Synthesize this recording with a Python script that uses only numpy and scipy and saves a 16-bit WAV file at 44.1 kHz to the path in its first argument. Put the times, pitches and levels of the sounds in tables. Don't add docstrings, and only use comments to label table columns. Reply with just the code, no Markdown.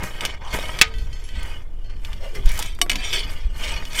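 import sys
import numpy as np
from scipy import signal
from scipy.fft import rfft, irfft
from scipy.io import wavfile
from scipy.ndimage import uniform_filter1d

SR = 44100
rng = np.random.default_rng(int(sys.argv[2]) if len(sys.argv) > 2 else 0)


def to_wav(s):
    ch = np.atleast_2d(s).T
    pcm = np.round(np.clip(ch, -1, 1) * 32767)
    wavfile.write(sys.argv[1], SR, pcm.astype(np.int16))


N = 176400
T = np.arange(N) / SR
RING_T = T[:SR]


# frequency in Hz, relative level in dB when met at the tip,
# the same when met along the shaft, 60 dB decay time (t60) in seconds.
ROD_MODES = [(703, -18, -16.5, 0.17), (1136, -17.5, -22.5, 0.15), (1655, -16, -6, 0.039),
             (2120, -10.5, -0.5, 0.045), (2288, -13, -1, 0.069), (2530, -28, 4.5, 0.031),
             (2966, 0, 6, 0.042), (3142, -20, 5.5, 0.017), (3453, -22, 5, 0.029), (3713, -8.5, -3.5, 0.054),
             (4407, -16, -4, 0.073), (4800, -17, -3.5, 0.05), (5260, -26, -7.5, 0.05),
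             (5590, -4.5, -3, 0.043), (5970, -5.5, -6, 0.034), (6724, -14, -7, 0.039),
             (7450, -15, -11.5, .035), (8100, -13.5, -9.5, 0.092), (8500, -5, -17, 0.026),
             (9055, -11, -12.5, .03), (9680, -19, -14.5, .05), (10300, -18, -17, 0.041),
             (11460, -20.5, -18.5, 0.1), (12355, -20, -20, 0.06), (13670, -25, -21, .05),
             (14700, -32, -26, .07), (15080, -33, -28, .06)]
# time in seconds, round trip in ms.
ROUND_TRIP_MS = [(0, 3.27), (.15, 3.18), (.4, 3.25), (.52, 3.23), (.8, 3.12), (2.3, 3.4), (2.8, 2.96),
                 (3.05, 3.05), (3.4, 3.37), (3.7, 3.3), (4, 3.16)]
def rod_slide():
    slips = grains(per_s=3500, spread_db=4, clump_db=2.5)
    trip_ms = np.interp(T, *np.transpose(ROUND_TRIP_MS))
    delay_s = np.cumsum(trip_ms / trip_ms.mean() - 1) / SR
    ringing = 0
    for hz, _, db, t60 in ROD_MODES:
        glide = .8 * min(1, (4300 / hz) ** 2)
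        tone = through(slips, ring([(hz, 0, t60)]))
        gliding = np.interp(T - glide * delay_s, T, tone)
        swing_db = 4.5 * drift(corner_hz=13)
        ringing += np.sqrt(t60) * from_db(db + swing_db) * gliding
    scrape = echoing(coloured(slips, STEEL_SPECTRUM), reflection=.75)
    return evened(rms_one(ringing) + from_db(-10) * scrape, seconds=.047)


def echoing(x, reflection):
    lag_s = np.interp(T, *np.transpose(ROUND_TRIP_MS)) / 1000
    fast_waves = signal.sosfiltfilt(signal.butter(1, 700, "high", fs=SR, output="sos"), x)
    echoes = sum(reflection ** k * np.interp(T - k * lag_s, T, fast_waves) for k in range(1, 6))
    return rms_one(x + echoes)


# frequency in Hz, relative spectral level in dB.
STEEL_SPECTRUM = [(200, -20), (700, -23.5), (1500, -9), (2200, -0.5), (3300, -9), (4100, -7.5), (6000, -10),
                  (8000, -17), (11000, -24), (16000, -28)]
CRACK_T60_S = .031
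def blow(modes, crack_db):
    kept, contact_s = from_db(-2), .0098
    damping = kept + (1 - kept) * np.exp(-RING_T / contact_s)
    return ring(modes) * damping + from_db(crack_db) * burst(STEEL_SPECTRUM, CRACK_T60_S)


# frequency in Hz, relative level in dB, t60 in seconds.
PLATE_MODES = [(446, -34.5, 0.9), (744, -25, 0.14), (879, -21.5, .1), (1248, -20.5, 0.23),
               (1520, -13, 0.094), (1696, -29, .15), (2020, -11.5, .03), (2207, -7, 0.1), (2644, 5, 0.037),
               (3075, -18, 0.14), (3397, -3.5, 0.06), (3730, -17, 0.09), (4597, -4.5, 0.027),
               (5250, -16, 0.076), (6767, -16.5, 0.07), (8000, -10.5, .035)]
def firebox_clank():
    start_s, rebound_s = .8134, .0045
    dense_modes = burst(STEEL_SPECTRUM, t60=.14)
    wash = signal.sosfilt(signal.butter(2, 4200, fs=SR, output="sos"), dense_modes)
    strike = placed([(start_s, 2)], lambda: blow(PLATE_MODES, crack_db=-1))
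    rebound = placed([(start_s + rebound_s, -3.5)], lambda: burst(STEEL_SPECTRUM, CRACK_T60_S))
    return strike + rebound + placed([(start_s, -13.5)], lambda: wash)


# start in seconds, level in dB.
SHAFT_KNOCKS = [(.208, -21.5), (.251, -17), (.259, -19), (.588, -28), (.789, -20.5), (2.049, -30),
                (2.131, -32.5), (2.4912, -31.5), (2.6254, -26), (2.8965, -11), (2.9005, -16), (2.916, -17),
                (2.931, -24.5), (2.9565, -19.5), (3.129, -22), (3.853, -30.5), (3.931, -28)]
TIP_S, TIP_DB = 2.815, -6.5
def rod_knocks():
    tilt_db_per_octave, scatter_db = 1.5, 2.5

    def shaft_knock():
        modes = [(hz, db + tilt_db_per_octave * np.log2(hz) + rng.normal(0, scatter_db), t60)
                 for hz, _, db, t60 in ROD_MODES]
        return blow(modes, crack_db=-8.5)

    tip_modes = [(hz, db, t60) for hz, db, _, t60 in ROD_MODES]
    tip_knock = placed([(TIP_S, TIP_DB)], lambda: blow(tip_modes, crack_db=-8.5))
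    return tip_knock + placed(SHAFT_KNOCKS, shaft_knock)


# frequency in Hz, relative level in dB, t60 in seconds.
HOOK_MODES = [(1530, 9, 0.56), (1964, 8.5, 0.39), (2640, 1, 0.34), (3130, 8, 0.13), (4350, 0, 0.24),
              (4810, -16, 0.29), (5200, -10, 0.36), (6440, -8, 0.46), (7526, -11, 0.61),
              (10160, -6.5, 0.21)]
# start in seconds, level in dB, favoured frequency in Hz.
GRATE_TOUCHES = [(.9392, -38.5, 2930), (.9836, -40.5, 4430), (1.1288, -39, 5460), (1.24, -44, 9600),
                 (1.2894, -39, 3480), (1.3543, -40, 2580), (1.4072, -43, 4430), (1.8442, -50.5, 4364),
                 (1.897, -48.5, 4320)]
def hook_tinks():
    fall_db_per_octave = 12

    def tink(centre_hz):
        modes = [(hz, db - fall_db_per_octave * abs(np.log2(hz / centre_hz)), t60)
                 for hz, db, t60 in HOOK_MODES]
        return blow(modes, crack_db=-2)

    return placed(GRATE_TOUCHES, tink)


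# frequency in Hz, relative spectral level in dB.
COAL_SPECTRUM = [(60, 5), (150, -2), (300, -5.5), (500, -2.5), (700, -4), (1000, -3), (1400, -5.5),
                 (2200, -5), (4000, -30.5), (16000, -55)]
def coal_crunch():
    grinding = coloured(grains(per_s=4000, spread_db=2.5, clump_db=2), COAL_SPECTRUM)
    return evened(echoing(grinding, reflection=.6), seconds=.073)


# frequency in Hz, relative spectral level in dB.
GRIT_SPECTRUM = [(300, -28), (1500, -1), (3500, -2.5), (5500, -1), (8000, 0), (10000, -3), (13000, -4),
                 (16000, -11.5)]
def grit_crackle():
    rings = 0
    for hz in np.linspace(1900, 15000, 26):
        breaks = grains(per_s=500, spread_db=2.2, clump_db=3)
        rings += through(breaks, ring([(hz * rng.uniform(.98, 1.02), 0, .03)]))
    ticks = coloured(grains(per_s=5000, spread_db=3.2, clump_db=3.5), GRIT_SPECTRUM)
    return evened(coloured(rings, GRIT_SPECTRUM) + from_db(-4) * ticks, seconds=.035)


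# start in seconds, level in dB.
COAL_SNAPS = [(.034, -30.5), (.251, -22), (1.43, -37), (2.3505, -37.5), (2.4583, -30.5), (2.4912, -29.5),
              (2.5167, -29), (2.5765, -29), (2.591, -20.5), (2.598, -24), (2.6254, -25.5), (2.643, -38),
              (2.6603, -33.5), (2.684, -43), (2.75, -45), (2.789, -39.5)]
def coal_snaps():
    return placed(COAL_SNAPS, lambda: burst(GRIT_SPECTRUM, t60=.029))


# start in seconds, level in dB.
TAPS_AND_CLICK = [(.039, -21), (.252, -25), (.556, -27), (.588, -21), (2.7885, -31.5), (2.864, -31),
                  (3.824, -27.5)]
def taps_and_click():
    return placed(TAPS_AND_CLICK, lambda: burst(COAL_SPECTRUM, t60=.026))


# middle in seconds, level in dB, band centre in Hz, length in seconds.
COAL_SHOVES = [(0.041, -29, 140, 0.019), (0.477, -38.5, 960, 0.11), (0.557, -38.5, 192, 0.028),
               (2.251, -36, 557, 0.062), (2.377, -39.5, 395, 0.11), (2.565, -40.5, 1920, 0.13),
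               (2.595, -28, 910, 0.014), (2.833, -35.5, 328, 0.049), (2.906, -41.5, 294, 0.06),
               (2.959, -35.5, 228, 0.064), (3.168, -40, 402, 0.11)]
def coal_groans():
    octave = np.log2(np.maximum(np.arange(N // 2 + 1) * SR / N, 1))
    half_width_octaves, groans = .26, 0
    for s, db, hz, length in COAL_SHOVES:
        response = 1 / (1 + ((octave - np.log2(hz)) / half_width_octaves) ** 2)
        band = irfft(rfft(rng.standard_normal(N)) * response, N)
        swell = np.exp(-(2 * (T - s) / length) ** 2)
        groans += from_db(db) * evened(band, seconds=.094) * swell
    return groans


# middle in seconds, peak level in dB, frequency in Hz.
AIR_BUFFETS = [(2.465, -3, 25.6), (3.462, -12, 41.7)]
def air_buffets():
    half_width_s = .016
    return sum(from_db(db) * np.cos(2 * np.pi * hz * (T - s)) * np.exp(-((T - s) / half_width_s) ** 2)
               for s, db, hz in AIR_BUFFETS)


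# frequency in Hz, relative spectral level in dB.
RUMBLE_SPECTRUM = [(10, 1), (22, 3.5), (36, -8.5), (50, -12), (70, -16), (100, -23), (160, -33), (300, -41),
                   (1000, -81.5)]
AIR_SPECTRUM = [(60, 4.5), (200, -3), (400, 4), (1000, -7), (3000, -28.5), (6000, -36.5), (15000, -41)]
# time in seconds, level in dB.
RUMBLE_SWELLS = [(0, -27.5), (.4, -29), (.5, -25.5), (.9, -29.5), (.97, -21), (1.28, -28), (1.37, -22),
                 (1.6, -27.5), (1.75, -25), (2.38, -23.5), (2.5, -14), (2.6, -24.5), (3.5, -23), (4, -27)]
def outdoor_air():
    swell, = gains(RUMBLE_SWELLS)
    rumble = evened(coloured(rng.standard_normal(N), RUMBLE_SPECTRUM), seconds=.083)
    return swell * rumble + from_db(-54.5) * coloured(rng.standard_normal(N), AIR_SPECTRUM)


def from_db(db):
    return 10 ** (np.asarray(db) / 20)


def rms_one(x):
    return x / np.sqrt(np.mean(x ** 2) + 1e-20)


def evened(x, seconds):
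    power = np.abs(uniform_filter1d(x ** 2, int(seconds * SR) + 1))
    return x / np.sqrt(power + 1e-9)


def gains(rows):
    s, *columns = np.transpose(rows)
    return [from_db(np.interp(T, s, db)) for db in columns]


def coloured(x, spectrum):
    hz, db = np.transpose(spectrum)
    bin_hz = np.maximum(np.arange(len(x) // 2 + 1) * SR / len(x), 1)
    response = from_db(np.interp(np.log(bin_hz), np.log(hz), db))
    return rms_one(irfft(rfft(x) * response, len(x)))


def drift(corner_hz):
    size = N // 40
    bin_hz = np.arange(size // 2 + 1) * SR / N
    slow = irfft(rfft(rng.standard_normal(size)) / (1 + (bin_hz / corner_hz) ** 2), size)
    return np.interp(T, np.linspace(0, T[-1], size), rms_one(slow))


def grains(per_s, spread_db, clump_db):
    sizes_db = spread_db * np.minimum(rng.exponential(1, N), 5) + clump_db * drift(corner_hz=66)
    return from_db(sizes_db) * rng.choice([-1, 1], N) * (rng.random(N) < per_s / SR)


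def dying(t60):
    return np.exp(-np.log(1000) * RING_T / t60)


def ring(modes):
    hz, db, t60 = np.transpose(modes)
    sizes = from_db(db) / np.sqrt(np.sum(from_db(db) ** 2) / 2)
    return sum(size * np.sin(2 * np.pi * (f * RING_T + rng.random())) * dying(decay_s)
               for f, size, decay_s in zip(hz, sizes, t60))


def burst(spectrum, t60):
    return coloured(rng.standard_normal(SR), spectrum) * dying(t60)


def through(x, response):
    return rms_one(signal.fftconvolve(x, response)[:N])


def placed(rows, sound):
    track = np.zeros(N + 2 * SR)
    for s, db, *settings in rows:
        start = int(s * SR)
        track[start:start + SR] += from_db(db) * sound(*settings)
    return track[:N]


# time in seconds, then the levels of slide, crunch and grit in dB.
STROKE_LEVELS = [(0, -42, -30, -55), (.028, -45, -32.5, -54), (.036, -50, -32, -35.5),
                 (.13, -43.5, -41, -52.5), (.203, -43.5, -38.5, -53), (.235, -38, -29, -46),
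                 (.29, -35, -37, -67), (.35, -45, -40.5, -78), (.405, -58, -59, -72),
                 (.416, -49.5, -40, -79), (.475, -42.5, -46, -79), (.52, -37.5, -40.5, -53),
                 (.545, -30.5, -22.5, -32), (.582, -38, -35, -43.5), (.62, -35.5, -33.5, -45.5),
                 (.8, -41.5, -35.5, -49), (.91, -49, -45.5, -73), (.98, -49.5, -54, -54.5),
                 (1.1, -53.5, -50.5, -63.5), (1.33, -48, -55.5, -59), (1.37, -41.5, -43, -80),
                 (1.46, -44, -40, -50), (1.56, -42.5, -44, -59), (1.67, -67.5, -59, -71),
                 (1.87, -56.5, -64, -68.5), (1.9, -53.5, -50, -84), (2.01, -59, -60, -63.5),
                 (2.07, -49.5, -40.5, -53.5), (2.2, -52.5, -53, -63), (2.25, -42.5, -42.5, -55),
                 (2.338, -53, -55, -60), (2.355, -36, -35, -47.5), (2.42, -50, -51.5, -59),
                 (2.5, -33, -39, -50), (2.55, -42, -41, -38), (2.61, -35.5, -34.5, -44),
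                 (2.68, -37.5, -45.5, -55), (2.78, -55, -60, -63), (2.895, -54, -46.5, -63),
                 (2.92, -37, -34, -48), (2.99, -35.5, -43, -68), (3.05, -28.5, -37, -64),
                 (3.117, -32, -43, -53), (3.135, -20.5, -35, -44), (3.2, -27.5, -40, -51),
                 (3.27, -39.5, -41.5, -62), (3.31, -41.5, -40.5, -44.5), (3.42, -46, -49, -67),
                 (3.5, -52.5, -54, -78), (3.58, -44.5, -42, -45), (3.63, -29.5, -35.5, -45),
                 (3.77, -33, -36, -62), (3.84, -44.5, -41.5, -60), (3.87, -42, -44.5, -50),
                 (3.925, -40.5, -42, -50), (4, -19, -31, -27)]
def scene():
    slide_gain, crunch_gain, grit_gain = gains(STROKE_LEVELS)
    rod = firebox_clank() + rod_knocks() + hook_tinks() + slide_gain * rod_slide()
    coal = crunch_gain * coal_crunch() + grit_gain * grit_crackle() + coal_snaps()
    return (rod + coal + taps_and_click() + coal_groans() + air_buffets() + outdoor_air())[None]


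def record(dry):
    low_pass = signal.ellip(10, .1, 80, 15800, fs=SR, output="sos")
    return signal.sosfilt(low_pass, np.clip(dry, -1, 1))


dry = scene()
out = record(dry)
to_wav(out)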